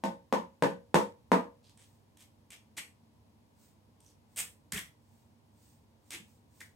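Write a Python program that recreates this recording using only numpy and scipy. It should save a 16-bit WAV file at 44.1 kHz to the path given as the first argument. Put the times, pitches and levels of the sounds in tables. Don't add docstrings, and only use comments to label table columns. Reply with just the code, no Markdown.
import sys
import numpy as np
from scipy import signal
from scipy.fft import rfft, irfft
from scipy.io import wavfile
from scipy.ndimage import uniform_filter1d

SR = 44100
rng = np.random.default_rng(int(sys.argv[2]) if len(sys.argv) > 2 else 0)


def bounce(signal):
    frames = np.transpose(np.atleast_2d(signal))
    limited = np.clip(frames, -1, 1)
    pcm = np.round(limited * 32767).astype(np.int16)
    wavfile.write(sys.argv[1], SR, pcm)


N = 297675
TIME = np.arange(N) / SR
EVENT_TIME = TIME[:SR // 2]

# (frequency [Hz], relative level [dB])
WET_SPRAY = [(100, -12.5), (1100, -10.5), (1900, -12.5), (3300, -1), (4400, -8), (5800, -5), (7000, -4.5),
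             (9000, -3.5), (10000, -9.5), (12200, -4), (16000, -9)]


def amp(db):
    return 10 ** (np.asarray(db) / 20)


def unit(x):
    return x / np.sqrt(np.mean(x ** 2) + 1e-20)


def add(track, s, x):
    i = max(int(s * SR), 0)
    track[:, i:i + x.shape[1]] += x[:, :N - i]


def curve_db(points, size):
    hz, db = np.transpose(points)
    return np.interp(np.log(np.fft.rfftfreq(size, 1 / SR) + 1), np.log(hz), db)


def filtered(x, hz, kind="low", order=2):
    return signal.sosfilt(signal.butter(order, hz, kind, fs=SR, output="sos"), x)


def response(points, size=4096):
    cepstrum = irfft(np.log(amp(curve_db(points, size))))
    tap = irfft(np.exp(rfft(2 * cepstrum[:size // 2], size) - cepstrum[0]))
    return tap / np.linalg.norm(tap)


def noise(points):
    return unit(signal.fftconvolve(rng.standard_normal(N), response(points))[:N])


def diffuse(mid, side):
    # (frequency [Hz], gain of the side signal [dB])
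    width = [(60, -9), (200, -10), (380, -5.5), (550, -2), (1300, 1), (5200, 1.5), (8500, -11),
             (15000, -9.5)]
    side = irfft(rfft(side) * amp(curve_db(width, len(mid))), len(mid))
    return np.array([mid + side, mid - side])


def air_and_hum(air_db=-65.5):
    # (frequency [Hz], relative level [dB])
    air_tone = [(32, -39.5), (55, -10.5), (102, -5), (189, -14), (234, -4.5), (263, -19), (304, -14),
                (376, -23.5), (404, -19.5), (767, -25), (949, -22), (1150, -30.5), (1320, -35.5),
                (9270, -42.5), (16000, -47)]
    # (pitch [Hz], average level [dB])
    hum_notes = [(99.5, -73.5), (236, -83.5), (293, -84.5)]
    hum = sum(amp(db) * np.sqrt(2) * np.sin(2 * np.pi * (hz * TIME + rng.random()))
              for hz, db in hum_notes)
    air = diffuse(noise(air_tone), noise(air_tone))
    return amp(air_db) * filtered(air, 58, "high", order=6) + hum


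def knocks(thud_db=7, ring_db=7, crunch_db=-27, crunch_s=.0031, tine_count=4):
    # (time [s], strength [dB], extra crunch [dB], extra ring [dB])
    stabs = [(0.038, -11.5, -5.5, 0), (0.326, -6.5, -8.5, -2), (0.624, -3.5, -8.5, 0.5),
             (0.9438, -1.36, -1.5, -0.5), (1.318, -3, -8.5, -0.5)]
    # (frequency [Hz], relative level [dB])
    thud_tone = [(30, -28), (70, -17.5), (130, -25.5), (200, 3), (380, -4), (500, 1.5), (730, -2),
                 (980, 4.5), (1350, -11), (1900, -12), (3000, -22), (4500, -28), (16000, -54.5)]
    out, thud = np.zeros((2, N)), response(thud_tone)
    spray = filtered(response(WET_SPRAY), 9000)
    for s, db, wet_db, tray_db in stabs:
        blow = amp(ring_db + tray_db) * tray_ring()
        blow[:len(thud)] += amp(thud_db) * thud
        add(out, s, in_room(amp(db) * blow, room_db=1.5))
        crunch_gain = amp(db + crunch_db + wet_db) / np.sqrt(tine_count)
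        for _ in range(tine_count):
            add(out, s, in_room(crunch_gain * through(spray, snap(crunch_s))))
        sway = amp(db + tray_db) * tray_ring()
        add(out, s, diffuse(np.zeros(len(sway)), sway))
    return out


def tray_ring():
    # (pitch [Hz], relative level [dB], time to fade by 60 dB [s])
    tray_notes = [(179.4, 1.5, 0.19), (201, -1.5, 0.17), (233, -12, 0.24), (240, -3.5, 0.071),
                  (280.2, -1, 0.15), (344.8, 2, 0.099), (432.2, -1, 0.073), (502, 3, 0.075),
                  (478, -9.5, 0.36), (543.5, -6, 0.34), (604, -11, 0.058), (660.6, 2, 0.082),
                  (834, -10, 0.16), (912.7, 2.5, 0.16), (940, 1, 0.033), (1047, -5.5, 0.027),
                  (1057, -10.5, 0.046), (1139, -6, 0.068), (1490, -9.5, .09), (1756, -8.5, 0.043)]
    t = EVENT_TIME
    ring = sum(amp(db - 60 * t / fade_s) * np.sin(2 * np.pi * (hz * t + rng.random()))
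               for hz, db, fade_s in tray_notes)
    ring = filtered(ring, [130, 2500], "band", order=3)
    return ring / np.linalg.norm(ring)


def crackle(outline, clicks_per_s=3500, scatter_db=5):
    s, gain = np.transpose(outline)
    t = EVENT_TIME[:int(s[-1] * SR)]
    luck = rng.random(len(EVENT_TIME))[:len(t)]
    direction, size = rng.standard_normal((2, len(EVENT_TIME)))[:, :len(t)]
    clicks = (luck < clicks_per_s / SR) * np.sign(direction) * amp(scatter_db * size)
    clicks = irfft(np.exp(1j * np.angle(rfft(clicks))), len(t))
    return unit(clicks) * np.interp(t, s, gain)


def snap(length_s, release_s=.007):
    return crackle([(0, 0), (length_s / 4, 1), (length_s * 3 / 4, 1),
                    (length_s, .5), (length_s + release_s, 0)])


def through(body, clicks):
    size = len(EVENT_TIME)
    return irfft(rfft(clicks, size) * rfft(body / np.linalg.norm(body), size), size)


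def echoes(gap_s=.0095, early_s=.014, bass_fade_s=.29, treble_fade_s=.26, damping_hz=1600):
    t = EVENT_TIME
    late = np.maximum(t - gap_s, 0)
    bounce_db = np.where(t < gap_s, -4, 4 * np.exp(-late / early_s))
    bounces = rng.standard_normal(len(t)) * amp(bounce_db)
    bass, treble = (rfft(bounces * amp(-60 * late / fade_s)) for fade_s in (bass_fade_s, treble_fade_s))
    spectrum = treble + (bass - treble) / (1 + (np.fft.rfftfreq(len(t), 1 / SR) / damping_hz) ** 2)
    pattern = irfft(spectrum / np.sqrt(uniform_filter1d(abs(spectrum) ** 2, size=40)), len(t))
    return pattern / np.linalg.norm(pattern)


def in_room(x, room_db=2.5):
    t = EVENT_TIME
    paths = amp(room_db) * diffuse(echoes(), echoes()) * (t > .001) * np.cos(np.pi * t) ** 2
    paths[:, 0] = 1
    return signal.fftconvolve(x[None], paths, axes=1)[:, :N]


def squelches(tug_db=-15, snap_s=.005):
    # (time [s], swell [s], hold [s], tear level [dB], snap level [dB],
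    # top of the hiss [Hz], air pocket pitch [Hz], extra for the pocket [dB], extra for the tines [dB])
    strokes = [(1.628, .018, 0.064, -72, -78, 8950, 4330, -0.5, -17),
               (1.773, 0.009, 0.059, -69.5, -65.5, 8000, 2160, -7.5, -1.5),
               (2.17, 0.04, 0.015, -62.5, -60, 12000, 2200, -10, -8),
               (2.5038, 0.02, 0.014, -57, -52, 10000, 2500, -0.5, -8),
               (2.767, .013, 0.0077, -41, -54, 10600, 2300, -3.5, -7),
               (4.003, 0.035, 0.073, -75.5, -65.5, 13100, 5900, -1, -3),
               (4.36, .026, .017, -38.5, -53, 16000, 2330, -7, 1.5),
               (4.7202, .012, 0.06, -46, -34.5, 13770, 1950, -2, -6.5),
               (6.1043, 0.016, 0.032, -48.5, -45.5, 10500, 2340, -1, -7.5),
               (6.603, 0.0024, 0.0083, -54.5, -53, 11080, 1980, 0, -7)]
    out, spray = np.zeros((2, N)), response(WET_SPRAY)
    tray = filtered(tray_ring(), 650)
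    tines = short_ring(hz=8410, cycles=1.14)
    for s, swell_s, hold_s, tear_db, snap_db, hiss_hz, pocket_hz, pocket_db, tine_db in strokes:
        # (sound, relative level [dB], extra during the snap [dB])
        bodies = [(filtered(spray, hiss_hz), 0, 0),
                  (short_ring(pocket_hz, cycles=.65), pocket_db, -5.5),
                  (tines, tine_db, 4.5),
                  (tray, tug_db + pocket_db, -5.5)]
        wet = 0
        for body, body_db, extra_db in bodies:
            wet += amp(snap_db + body_db + extra_db) * through(body, snap(snap_s, release_s=.003))
            wet += amp(tear_db + body_db) * through(body, tear(swell_s, hold_s, tear_db))
        add(out, s, in_room(wet, room_db=-2.5))
    return out


def short_ring(hz, cycles):
    t = TIME[:SR // 50]
    return t * np.exp(-hz * t / cycles) * np.sin(2 * np.pi * hz * t)


def tear(swell_s, hold_s, db, release_s=.014, gentle_db=-68.5, hard_db=-40.5):
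    clicks_per_s = np.interp(db, [gentle_db, hard_db], [500, 2500])
    end_s = swell_s + hold_s
    outline = [(0, 0), (swell_s / 2, .42), (swell_s, 1), (end_s, 1), (end_s + release_s, 0)]
    return crackle(outline, clicks_per_s)


def soft_swishes(grain_db=2):
    # (middle time [s], half length [s], level [dB])
    slides = [(1.86, 0.082, -78.5), (3.632, 0.043, -72), (4.329, 0.028, -77.5), (5.14, 0.086, -80.5),
              (5.663, 0.076, -74), (6.087, 0.036, -74.5), (6.3, 0.051, -76.5), (6.595, .05, -70.5)]
    # (frequency [Hz], relative level [dB])
    swish_tone = [(300, -31), (1500, -4.5), (3000, -5), (6000, -1.5), (8700, 4.5), (10200, -10.5),
                  (16000, 0.5)]
    swell = sum(amp(db) * np.exp(-.5 * ((TIME - s) / half_s) ** 2) for s, half_s, db in slides)
    grain = unit(uniform_filter1d(rng.standard_normal(N), size=200))
    return swell * amp(grain_db * grain) * noise(swish_tone)


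def pulse(t, swell_s):
    return t / swell_s * np.exp(1 - t / swell_s)


def pops(glide_per_s=30):
    # (time [s], peak level [dB], starting pitch [Hz])
    pockets = [(2.525, -48, 2830), (2.7825, -31.5, 1890), (4.063, -51, 5700), (4.7616, -33, 2400),
               (4.777, -30, 2980), (4.782, -32.5, 1910), (6.614, -38.5, 1750)]
    out, t = np.zeros((2, N)), TIME[:SR // 50]
    for s, db, hz in pockets:
        rising_note = np.sin(2 * np.pi * hz * t * (1 + glide_per_s * t))
        add(out, s, in_room(amp(db) * pulse(t, swell_s=.0007) * rising_note, room_db=-6.5))
    return out


def bumps():
    # (time [s], peak level [dB], pitch [Hz])
    thumps = [(4.73, -39, 184), (4.741, -46, 91.5), (4.741, -50.5, 413), (6.138, -53, 340),
              (6.199, -51.5, 197)]
    out, t = np.zeros((2, N)), TIME[:SR // 10]
    for s, db, hz in thumps:
        add(out, s, in_room(amp(db) * pulse(t, swell_s=.0049) * np.sin(2 * np.pi * hz * t)))
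    return out


def scene():
    return knocks() + squelches() + pops() + bumps() + in_room(soft_swishes()) + air_and_hum()


def record(dry, top_hz=15900):
    # (frequency [Hz], left minus right [dB])
    balance = [(150, -2.5), (1000, 2.43), (2400, 2.5), (5000, -1.8), (9000, -2), (15000, -1.64)]
    lean_db = curve_db(balance, N)
    heard = irfft(rfft(dry) * amp(np.array([lean_db, -lean_db]) / 2), N)
    return signal.sosfilt(signal.ellip(10, .2, 80, top_hz, fs=SR, output="sos"), heard)


dry = scene()
out = record(dry)
bounce(out)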